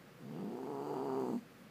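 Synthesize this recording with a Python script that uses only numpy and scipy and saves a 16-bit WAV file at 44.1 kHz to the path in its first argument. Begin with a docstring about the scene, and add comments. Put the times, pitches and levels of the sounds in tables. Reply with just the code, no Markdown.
"""Close cat growl.

A cat gives one long, low growl in a quiet, hissy room. Its vocal folds start as a slow uneven rattle,
speed up to a steadier buzz, slip into strong-weak pairs and end in a short closed-mouth hum.
The pulses ring the throat and mouth; puffs of air sound the nose and hiss faintly through the teeth."""
import sys
import numpy as np
from scipy import signal
from scipy.fft import rfft, irfft
from scipy.io import wavfile

SR = 44100
rng = np.random.default_rng(int(sys.argv[2]) if len(sys.argv) > 2 else 0)


def master_out(mix):
    """Clip the mix to full scale and print it as 16-bit PCM to the path in sys.argv[1]."""
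    frames = np.transpose(np.atleast_2d(mix))
    ceiling = np.clip(frames, -1, 1)
    pcm = np.round(ceiling * 32767).astype(np.int16)
    wavfile.write(sys.argv[1], SR, pcm)


N = 74970
TIME_S = np.arange(N) / SR
HIGH_CUT_HZ = 15340


def amp(db):
    """Decibels to gain."""
    return 10 ** (np.asarray(db) / 20)


def curve(table, column=1):
    """One column of a time table, at every sample."""
    rows = np.array(table)
    return np.interp(TIME_S, rows[:, 0], rows[:, column])


def unit(x):
    """Scale to rms 1."""
    return x / np.sqrt(np.mean(x ** 2) + 1e-20)


def steady(x):
    """Scale to a running rms of 1."""
    window = np.hanning(2600)
    power = abs(signal.fftconvolve(x ** 2, window / window.sum(), "same"))
    return x / np.sqrt(power + 1e-14)


def jump(clicks):
    """Turn each click into a dip followed by a peak."""
    return signal.hilbert(clicks).imag


def colour(x, outline, causal=True):
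    """Filter by a (freq_hz, gain_db) outline, causal or zero-phase."""
    hz, db = np.transpose(outline)
    bin_hz = abs(np.fft.fftfreq(N, 1 / SR)) + 1
    log_gain = np.log(amp(np.interp(np.log(bin_hz), np.log(hz), db)))
    if causal:
        log_gain = np.conj(signal.hilbert(log_gain))
    return np.fft.ifft(np.fft.fft(x) * np.exp(log_gain)).real


def band(x, low_hz, high_hz, order=10):
    """Zero-phase band-pass."""
    hz = np.fft.rfftfreq(N, 1 / SR) + 1e-3
    power_loss = (1 + (low_hz / hz) ** order) * (1 + (hz / high_hz) ** order)
    return irfft(rfft(x) / np.sqrt(power_loss), N)


def resonate(x, hz, width_hz):
    """Resonance at a constant or moving frequency."""
    carrier = np.exp(2j * np.pi * np.cumsum(hz * np.ones(N)) / SR)
    pole = np.exp(-np.pi * width_hz / SR)
    return 2 * (carrier * signal.lfilter([1 - pole], [1, -pole], x / carrier + 1e-18)).real


def cavity(x, hz, width_hz):
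    """Two passes through one resonance, at a running rms of 1."""
    return steady(resonate(resonate(x, hz, width_hz), hz, width_hz))


def wobble(top_hz):
    """Random motion in the octave below top_hz, rms 1."""
    return unit(band(rng.standard_normal(N), top_hz / 2, top_hz, order=4))


# Room hiss spectrum: freq_hz, gain_db
HISS_SPECTRUM = [(180, -25.5), (300, -3.5), (331, -3.5), (390, 0), (430, -17), (459, -0.5), (738, -11),
                 (801, -8.5), (975, -15.5), (1060, -10), (1730, -11.5), (4050, -22.5), (4770, -22.5),
                 (9180, -38), (15000, -29.5)]
# Room rumble spectrum: freq_hz, gain_db
RUMBLE_SPECTRUM = [(30, -88), (85, -32), (105, -15), (122, -5.5), (160, -7), (250, -4.5), (330, -21),
                   (500, -39.5)]
# Room rumble envelope: time_s, level_db
RUMBLE_ENVELOPE = [(0, -61), (.13, -60.5), (1.48, -60.5), (1.63, -58.5), (1.7, -62.5)]

def background(hiss_db=-61, hum_hz=56.8, hum_db=-80.5):
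    """Even hiss, low room rumble and a faint hum."""
    hiss = unit(band(colour(rng.standard_normal(N), HISS_SPECTRUM), 190, HIGH_CUT_HZ)) * amp(hiss_db)
    rumble = unit(colour(rng.standard_normal(N), RUMBLE_SPECTRUM)) * amp(curve(RUMBLE_ENVELOPE))
    hum = np.sqrt(2) * amp(hum_db) * np.sin(2 * np.pi * hum_hz * TIME_S)
    return hiss + rumble + hum


def room(x, t60_s=0.12, tail_db=-11.5, delay_s=.004):
    """Add the short, soft tail of a furnished room."""
    t = TIME_S[:SR // 3]
    tail = rng.standard_normal(len(t)) * amp(-60 * t / t60_s) * (t > delay_s)
    return x + amp(tail_db) * signal.fftconvolve(x, tail / np.linalg.norm(tail))[:N]


# Air hiss spectrum: freq_hz, gain_db
AIR_SPECTRUM = [(1000, -24), (2000, -13), (2400, -23), (2850, -10), (3400, -32), (4200, -2.5), (4720, -4.5),
                (5100, -24), (5800, -9), (6600, -5), (8000, -6), (10000, -16), (13000, -10), (15500, -13.5)]
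# Air hiss envelope: time_s, level_db
AIR_ENVELOPE = [(.2, -80), (.4, -79), (.6, -75.5), (.87, -69.5), (1.02, -71), (1.1, -70), (1.33, -66.5),
                (1.38, -68.5), (1.42, -80)]

def air(puffs, pulsing=0.49, spit_per_s=60, spit_gain=7):
    """Air through the teeth and nose pulses with the folds and crackles with spit."""
    spit = spit_gain * rng.standard_normal(N) * (rng.random(N) < spit_per_s / SR)
    stream = pulsing * puffs + (1 - pulsing) * rng.standard_normal(N) + spit
    return unit(colour(stream, AIR_SPECTRUM)) * amp(curve(AIR_ENVELOPE))


# Nasal resonances: freq_hz, width_hz
NOSE_MODES = [(390, 132), (2870, 550), (4700, 290)]
# Nasal envelopes: time_s, murmur_db, lower_rasp_db, upper_rasp_db
NOSE_ENVELOPES = [(.2, -70, -94, -93), (.36, -53, -72, -78), (.55, -51.5, -87, -82.5),
                  (.75, -56.5, -84, -80.5), (.95, -43, -72.5, -73), (1.1, -63, -76, -73),
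                  (1.32, -50, -80, -79), (1.4, -90, -90, -90)]

def nose(puffs):
    """Puffs sound the nasal passage: a low murmur and two thin, high rasps."""
    return sum(cavity(puffs, hz, width_hz) * amp(curve(NOSE_ENVELOPES, column))
               for column, (hz, width_hz) in enumerate(NOSE_MODES, start=1))


# Spectrum of the nearly closed mouth: freq_hz, gain_db
MOUTH_SPECTRUM = [(100, -37), (450, -19), (590, -5.5), (700, 3), (800, 0), (920, 1), (1030, -5.5),
                  (1250, -3.5), (1450, -10.5), (1700, -19.5), (2300, -22), (2850, -23), (3500, -44),
                  (8000, -74)]
# Jaw motion: time_s, resonance_hz, openness
JAW_MOTION = [(.25, 650, 0), (.5, 710, 0.2), (.75, 884, 0.15), (.95, 860, 0.1), (1.25, 856, 0.1),
              (1.38, 840, 0)]

def mouth(snap, puffs, width_hz=320, rasp_shut=.85, rasp_open=.05):
    """Pressure jumps ring the mouth: dull and raspy with the jaw shut, crisper as it opens."""
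    openness = curve(JAW_MOTION, column=2)
    rasp = rasp_shut + (rasp_open - rasp_shut) * openness
    crisp = colour(rasp * puffs + unit(jump(snap)), MOUTH_SPECTRUM, causal=False)
    dull = resonate(crisp, curve(JAW_MOTION), width_hz)
    return steady(openness * crisp + (1 - openness) * dull)


# Main throat resonance: time_s, freq_hz
THROAT_RESONANCE = [(.2, 191), (.33, 230), (.45, 288), (.58, 312), (.7, 373), (.9, 358), (1.15, 354),
                    (1.25, 367), (1.33, 307), (1.4, 262)]

def throat(push, puffs, swell_ratio=0.96, ring_gain_db=-2.5, chest_gain_db=-13):
    """Each pulse rings a moving throat resonance; turbulent puffs rumble in the chest."""
    hz = curve(THROAT_RESONANCE)
    # Filtered backwards, so the flow swells before each closure.
    flow = resonate(jump(push)[::-1], swell_ratio * hz[::-1], width_hz=300)[::-1]
    ring = resonate(flow, hz, width_hz=250)
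    ring = steady(band(ring, low_hz=112, high_hz=515, order=16))
    chest = cavity(puffs, hz=202.4, width_hz=80)
    return amp(ring_gain_db) * ring + amp(chest_gain_db) * chest


# Clean partials of the folds: time_s, fundamental_gain_db, second_gain_db, third_gain_db
PARTIAL_ENVELOPES = [(.2, -76, -68, -68), (.27, -74, -56, -53), (.33, -72, -50.5, -52.5),
                     (.39, -70, -51, -60), (.46, -66, -44.5, -60), (.53, -64, -50, -55),
                     (.63, -62, -53, -50), (.7, -59, -52, -48.5), (.85, -58, -50, -52),
                     (.92, -57, -50, -52), (1.0, -59, -49, -48), (1.1, -59, -47, -45),
                     (1.21, -59, -48.5, -42.5), (1.27, -60, -47, -48), (1.335, -64, -40, -55),
                     (1.368, -68, -35, -64), (1.388, -74, -42, -72), (1.4, -80, -56, -78),
                     (1.44, -85, -56, -85)]

def fold_tone(cycles, gain_db=-2.5, flutter_db=1.2):
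    """Three harmonics locked to the folds; their level flutters."""
    flutter = amp(flutter_db * wobble(top_hz=40))
    partials = sum(amp(curve(PARTIAL_ENVELOPES, k)) * np.sin(2 * np.pi * k * cycles) for k in (1, 2, 3))
    return np.sqrt(2) * amp(gain_db) * flutter * partials


# Pulse rate of the folds: time_s, pitch_hz
FOLD_PITCH = [(.2, 63), (.26, 66), (.31, 75), (.36, 79), (.41, 96), (.46, 105), (.53, 119), (.6, 130),
              (.655, 133), (.698, 151), (.745, 139), (.79, 137), (.87, 149), (.9, 150), (.92, 139),
              (.94, 155), (.978, 128), (1.02, 136), (1.062, 143), (1.088, 132), (1.15, 131.5), (1.19, 135),
              (1.245, 126), (1.3, 126), (1.335, 111), (1.362, 124), (1.395, 118), (1.43, 119)]
# Pulse unevenness: time_s, scatter_cycles, alternate_weakening
FOLD_ROUGHNESS = [(.2, .06, .15), (.33, .035, .1), (.42, .05, .2), (.5, .07, .25), (.62, .04, .33),
                  (.68, .03, .25), (.75, .018, .08), (.85, .025, .15), (.91, .03, .4), (.97, .022, .15),
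                  (1.035, .022, .4), (1.09, .014, .14), (1.22, .018, .15), (1.26, .03, .45),
                  (1.315, .035, .42), (1.35, .025, .15)]
# Single hard closures as the rattle catches: start_s, snap_gain_db
HARD_CLOSURES = [(.491, -2), (.532, 3), (0.589, 8), (0.672, 5)]
WAVER_CYCLES, PUSH_SHIMMER_DB, SNAP_SHIMMER_DB = .012, .8, 1
WEAK_SPREAD, LAG_CYCLES_PER_WEAKENING = 0.16, 0.12
REBOUND_GAIN, REBOUND_SCATTER_CYCLES, REBOUND_BELOW_HZ = .5, .05, 108

def folds():
    """Uneven closures, every second one weaker and later: throat push, mouth snap, cycle count."""
    turns = np.cumsum(curve(FOLD_PITCH)) / SR + WAVER_CYCLES * wobble(top_hz=16)
    at = np.flatnonzero(np.diff(np.floor(turns)))
    period_samples = SR / curve(FOLD_PITCH)[at]
    scatter, size, sharpness, slip, bounce = rng.standard_normal((len(at), 5)).T
    alternate = np.arange(len(at)) % 2
    weakening = alternate * np.clip(curve(FOLD_ROUGHNESS, 2)[at] * (1 + WEAK_SPREAD * slip), 0, .9)
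    strength = (1 - weakening) * amp(PUSH_SHIMMER_DB * size)
    crispness = strength * (1 - weakening) * amp(SNAP_SHIMMER_DB * sharpness)
    shift_cycles = scatter * curve(FOLD_ROUGHNESS)[at] + LAG_CYCLES_PER_WEAKENING * weakening
    at = np.clip(at + shift_cycles * period_samples, 0, N - 1).astype(int)
    cycles = np.interp(np.arange(N), at, np.arange(len(at)))
    for start_s, snap_gain_db in HARD_CLOSURES:
        nearest = np.argmin(abs(at - start_s * SR))
        at[nearest], crispness[nearest] = round(start_s * SR), amp(snap_gain_db)
    push, snap = np.zeros((2, N))
    # Slack, slow folds touch again in mid-cycle.
    rebound_cycles = .5 + REBOUND_SCATTER_CYCLES * bounce
    rebound_at = np.clip(at + rebound_cycles * period_samples, 0, N - 1).astype(int)
    push[rebound_at] = REBOUND_GAIN * strength * (period_samples > SR / REBOUND_BELOW_HZ)
    push[at], snap[at] = strength, crispness
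    return push, snap, cycles


# Vocal effort: time_s, throat_gain_db, mouth_gain_db
VOCAL_EFFORT = [(.2, -52, -87), (.225, -50.5, -78), (.27, -53.5, -65.5), (.36, -46.5, -57),
                (.44, -46, -56.5), (.56, -49.5, -53.5), (.63, -48, -52.5), (.7, -47.5, -49.5),
                (.78, -46, -48), (.87, -48, -48.5), (.915, -45.5, -45), (.97, -45.5, -45.5),
                (1.04, -44, -46), (1.11, -42.5, -44.5), (1.22, -40, -46.5), (1.27, -40.5, -47.5),
                (1.33, -39.5, -50), (1.362, -46, -55), (1.385, -81, -69), (1.43, -93, -99)]

def growl(start_s=.195, end_s=1.445, fade_s=.012, puff_decay_cycles=0.39):
    """Fold closures and one puff of air per cycle drive the throat, mouth and nose."""
    push, snap, cycles = folds()
    puffs = unit(np.exp(-(cycles % 1) / puff_decay_cycles) * rng.standard_normal(N))
    body = throat(push, puffs) * amp(curve(VOCAL_EFFORT, column=1))
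    rattle = mouth(snap, puffs) * amp(curve(VOCAL_EFFORT, column=2))
    voice = fold_tone(cycles) + body + rattle + nose(puffs) + air(puffs)
    return voice * np.clip(np.minimum(TIME_S - start_s, end_s - TIME_S) / fade_s, 0, 1)


def scene():
    """The cat in its room, through the microphone's low cut, over the background; mono."""
    cat = band(room(growl()), low_hz=120, high_hz=HIGH_CUT_HZ, order=16)
    return (cat + background())[None]


def record(dry):
    """Steep low-pass at the band limit."""
    low_pass = signal.firwin(801, HIGH_CUT_HZ, window=("kaiser", 9), fs=SR)
    return signal.oaconvolve(dry, low_pass[None], "same")


dry = scene()
out = record(dry)
master_out(out)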